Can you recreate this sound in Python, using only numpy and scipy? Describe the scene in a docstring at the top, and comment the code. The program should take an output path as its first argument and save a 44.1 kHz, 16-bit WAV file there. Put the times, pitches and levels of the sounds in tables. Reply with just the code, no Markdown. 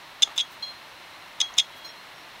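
"""A worn wheel hub turned twice by hand, close to one microphone in a quiet room with a steady hiss. At 0.2 s
and 0.4 s the dry bearing catches and lets go in a short crunch of tiny slips, the hand rubbing softly in
between; at 0.6 s a light knock sets the steel flange ringing. The second turn crunches at 1.4 s and 1.6 s,
knocks at 1.8 s and dies away in faint singing."""
import sys
import numpy as np
from scipy import signal
from scipy.fft import rfft, irfft
from scipy.io import wavfile

SR = 44100
rng = np.random.default_rng(int(sys.argv[2]) if len(sys.argv) > 2 else 0)


def file_out(sig):
    """Save sig as 16-bit WAV at sys.argv[1]."""
    # one column per channel
    cols = np.atleast_2d(sig).T
    # limit, then scale
    lim = np.clip(cols, -1, 1)
    pcm = np.round(lim * 32767).astype(np.int16)
    wavfile.write(sys.argv[1], SR, pcm)


N = 105840
T = np.arange(N) / SR


def bearing(size=4096):
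    """Each slip is a dense, fading run of tiny contacts that cracks and shakes the bearing's modes."""
    # slips: t/s, length/s, low-mode level/dB, high-mode level/dB, crack level/dB
    slips = [(0.2219, 0.0047, -17, -21.5, -33.5), (0.2266, 0.0029, -19, -17, -39),
             (0.2308, 0.0038, -18.5, -21, -32.5), (0.361, 0.015, -41.5, -56, -47.5),
             (0.3779, 0.0026, -19, -23.5, -32), (0.382, 0.012, -24, -45, -39),
             (0.3939, 0.00075, -16, -33, -37), (0.397, 0.0032, -27, -40, -44),
             (0.3992, 0.0053, -21.5, -39, -53), (0.4092, 0.0024, -20, -28.5, -55),
             (1.4021, 0.0029, -20, -27.5, -42), (1.4046, 0.0036, -24.5, -24.5, -33.5),
             (1.411, 0.006, -24, -26.5, -38), (1.4141, 0.00064, -10.5, -40, -38),
             (1.5687, 0.01, -38.5, -53, -53), (1.581, 0.0025, -17, -23, -37),
             (1.5844, 0.0024, -12.5, -13.5, -30.5), (1.587, 0.0025, -18, -30, -35),
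             (1.5914, 0.012, -18.5, -28, -37), (1.6006, .003, -22, -36, -45)]
    # damped modes of the loaded bearing: f/Hz, width/Hz, level/dB
    bearing_modes = [(2200, 210, -19), (2530, 160, -17.5), (2910, 100, -13), (3372, 104, -5),
                     (3527, 37, -2.5), (3590, 93, -0.5), (3860, 90, -9), (5116, 103, -5.5),
                     (5370, 127, -8.5), (6195, 54, 3.5), (6370, 200, -4), (6800, 170, 0.5),
                     (7070, 120, -16), (7400, 180, -3), (7920, 140, -15), (9020, 170, -10),
                     (9920, 89, -4.5)]
    # how well the contacts shake the modes: f/Hz, level/dB
    shake_spectrum = [(500, -14.5), (1700, -7.5), (2800, 2.5), (3800, 3.5), (4500, -8), (5200, 2.5),
                      (7500, -9.5), (10500, -16), (13000, -21)]
    # colour of the bare crack: f/Hz, level/dB
    crack_spectrum = [(200, -7), (550, -12), (800, 4), (1600, -2.5), (3000, 2.5), (4500, 1), (5200, 4),
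                      (5750, -15), (6300, 5.5), (7800, 2), (8700, -9.5), (10200, -4.5), (12000, -14),
                      (16000, -9.5)]
    contacts_per_s, spread_db, fade_db, split_hz = 6400, 3, 2.5, 4500
    out, t = np.zeros(N), np.arange(size) / SR
    for start, length, low_db, high_db, crack_db in slips:
        touching = ((rng.random(size) < contacts_per_s / SR) & (t < length)) | (t == 0)
        strength_db = spread_db * rng.standard_normal(size) - fade_db * np.minimum(t / length, 1)
        contacts = touching * rng.choice([-1, 1], size) * from_db(strength_db)
        shake = colour(contacts, shake_spectrum)
        modes = [(hz, from_db(db) * resonate(shake, hz, width)) for hz, width, db in bearing_modes]
        low = unit_rms(sum(mode for hz, mode in modes if hz < split_hz))
        high = unit_rms(sum(mode for hz, mode in modes if hz >= split_hz))
        crack = unit_rms(colour(contacts, crack_spectrum))
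        slip = from_db(low_db) * low + from_db(high_db) * high + from_db(crack_db) * crack
        add(out, slip * np.sqrt(length * SR / size), start)  # energy grows with the slip's length
    return out


def flange():
    """Knocks ring the flange; a close pair of modes beats, and load on the bearing shortens the ring."""
    # free modes (the lowest, the beating one, then the upper ones): f/Hz, level/dB, t60/s
    modes = [(3307, -1, 0.35), (4160, 0.5, 0.47), (4720, 0, 0.24), (5545, 4, 0.19), (6580, -7.5, 0.31),
             (6580, -6.5, 0.45), (8100, -13.5, 0.37), (10150, -14.5, 0.37), (11000, -16, .18)]
    # knocks: t/s, lowest level/dB, beating level/dB, upper level/dB, share of free ring time, rise/s
    knocks = [(.229, -30, -45, -43, 0.41, 0.0032), (.403, -16, -54, -39.5, 0.24, 0.0017),
              (.624, -33.5, -31, -52.5, 0.75, 0.0034), (1.412, -20.5, -44, -44.5, 0.54, 0.0065),
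              (1.596, -16, -44, -36.5, 0.22, 0.0018), (1.843, -37, -32.5, -45, 0.41, 0.016)]
    beat_hz, twin_gain = 13.5, 0.5
    out, t = np.zeros(N), T[:SR // 2]
    for start, lowest_db, pair_db, upper_db, share, rise in knocks:
        lowest, pair, *upper = [from_db(db - 60 * t / (t60 * share)) * np.exp(2j * np.pi * hz * t)
                                for hz, db, t60 in modes]
        pair = pair * (1 + twin_gain * np.exp(2j * np.pi * beat_hz * t))
        ring = from_db(lowest_db) * lowest + from_db(pair_db) * pair + from_db(upper_db) * sum(upper)
        attack = 1 - np.exp(-t / rise)
        add(out, np.sqrt(2) * ring.imag * attack, start)
    return out


def squeaks():
    """Friction briefly keeps one mode singing: the bearing chirps under load, the flange sings faintly."""
    # friction tones: t/s, length/s, f/Hz, level/dB
    tones = [(0.229, 0.012, 3516, -11), (0.2225, 0.015, 6130, -24), (1.412, 0.0088, 6190, -21),
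             (1.5396, 0.0021, 6300, -35), (1.677, 0.15, 3305, -54), (1.73, 0.27, 3300, -49),
             (1.855, 0.075, 5545, -48.5), (1.90, 0.18, 4170, -55.5), (2.11, .15, 5545, -60.5)]
    return np.sqrt(2) * sum(swell(start, length, db) * np.sin(2 * np.pi * (hz * T + rng.random()))
                            for start, length, hz, db in tones)


def brushing():
    """Dry brushing as the hub moves: short swells of hiss with an airy top."""
    # brushes: t/s, length/s, hiss level/dB, air level/dB
    brushes = [(0.352, 0.025, -57, -51), (.49, 0.076, -56, -62), (.622, .006, -50, -56),
               (1.567, .03, -43, -47), (1.738, 0.078, -55.5, -62), (1.83, 0.056, -56, -54)]
    # colour of the hiss: f/Hz, level/dB
    hiss_spectrum = [(2000, -31), (6000, 2), (10000, -5), (15000, -1)]
    # colour of the airy top: f/Hz, level/dB
    air_spectrum = [(9000, -25), (12500, -4), (15000, -2)]
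    hiss, air = noise(hiss_spectrum), noise(air_spectrum)
    return sum(hiss * swell(start, length, hiss_db) + air * swell(start, length, air_db)
               for start, length, hiss_db, air_db in brushes)


def hand_rub():
    """The hand rubbing the hub gives soft, dull rumbles as it turns."""
    # rumbles: t/s, length/s, level/dB
    rumbles = [(0.271, .013, -35), (0.274, 0.075, -42), (0.366, 0.033, -45), (1.393, 0.065, -43.5),
               (1.491, 0.029, -42), (1.51, 0.054, -46), (1.555, .05, -46.5)]
    # colour of the rumble: f/Hz, level/dB
    spectrum = [(200, -17), (550, -15.5), (750, 1), (1250, -0.5), (1800, -10.5), (4000, -15), (8000, -32),
                (15000, -55)]
    return noise(spectrum) * sum(swell(start, length, db) for start, length, db in rumbles)


def room(x, t60_s=0.17, delay_s=0.0032, level_db=-22.5):
    """The room returns a short diffuse tail, faint this close to the hub."""
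    t = T[:SR // 2]
    tail = rng.standard_normal(len(t)) * from_db(-60 * t / t60_s) * (t > delay_s)
    return from_db(level_db) * signal.fftconvolve(x, tail / np.sqrt(np.sum(tail ** 2)))[:N]


def background(hiss_db=-45.5, ring_db=-62.5):
    """Room tone: steady hiss with one faint resonance."""
    # colour of the room tone: f/Hz, level/dB
    spectrum = [(15, -64), (25, -11), (69, -14.5), (101, -7), (129, -10), (169, -7.5), (215, -10.5),
                (322, -6), (445, -9.5), (631, -3), (826, -3), (895, 0), (1530, -4), (2170, -2.5),
                (2360, -6.5), (2700, -4.5), (3440, -7.5), (4040, -6), (4620, -15), (5430, -15), (7100, -23),
                (14300, -26), (15500, -29)]
    hiss = noise(spectrum)
    ring = unit_rms(resonate(rng.standard_normal(N), hz=4203, width_hz=70))
    return from_db(hiss_db) * hiss + from_db(ring_db) * ring


def from_db(db):
    """Decibels to gain."""
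    return 10 ** (np.asarray(db) / 20)


def unit_rms(x):
    """Scale to unit rms."""
    return x / np.sqrt(np.mean(x ** 2) + 1e-20)


def add(out, x, start_s):
    """Mix x into out from start_s on."""
    i = max(int(start_s * SR), 0)
    out[i:i + len(x)] += x[:max(N - i, 0)]


def colour(x, points):
    """Causal (minimum-phase) filter through points of f/Hz, level/dB."""
    n = len(x)
    hz, db = np.transpose(points)
    bin_hz = np.arange(n // 2 + 1) * SR / n
    gain = from_db(np.interp(np.log(bin_hz + 1), np.log(hz), db))
    cepstrum = irfft(np.log(gain), n)
    cepstrum[1:n // 2] *= 2  # fold onto positive time
    cepstrum[n // 2 + 1:] = 0
    return irfft(rfft(x) * np.exp(rfft(cepstrum)), n)


def noise(points):
    """Coloured noise of unit rms."""
    return unit_rms(colour(rng.standard_normal(N), points))


def resonate(x, hz, width_hz):
    """One resonance with unit gain at its top."""
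    radius = np.exp(-np.pi * width_hz / SR)
    feedforward = np.array([1, 0, -1]) * (1 - radius ** 2) / 2
    feedback = [1, -2 * radius * np.cos(2 * np.pi * hz / SR), radius ** 2]
    return signal.lfilter(feedforward, feedback, x + 1e-18)


def swell(start_s, length_s, peak_db):
    """A smooth rise and fall."""
    return from_db(peak_db) * np.sin(np.pi * np.clip((T - start_s) / length_s, 0, 1)) ** 2


def scene():
    """The hub close to the microphone, the room around it, in mono."""
    hub = bearing() + flange() + squeaks() + brushing() + hand_rub()
    return (hub + room(hub) + background())[None]


def record(dry):
    """A steep low-pass cuts the very top."""
    cutoff_hz = 15750
    return signal.sosfilt(signal.ellip(12, .1, 80, cutoff_hz, fs=SR, output="sos"), dry)


dry = scene()
out = record(dry)
file_out(out)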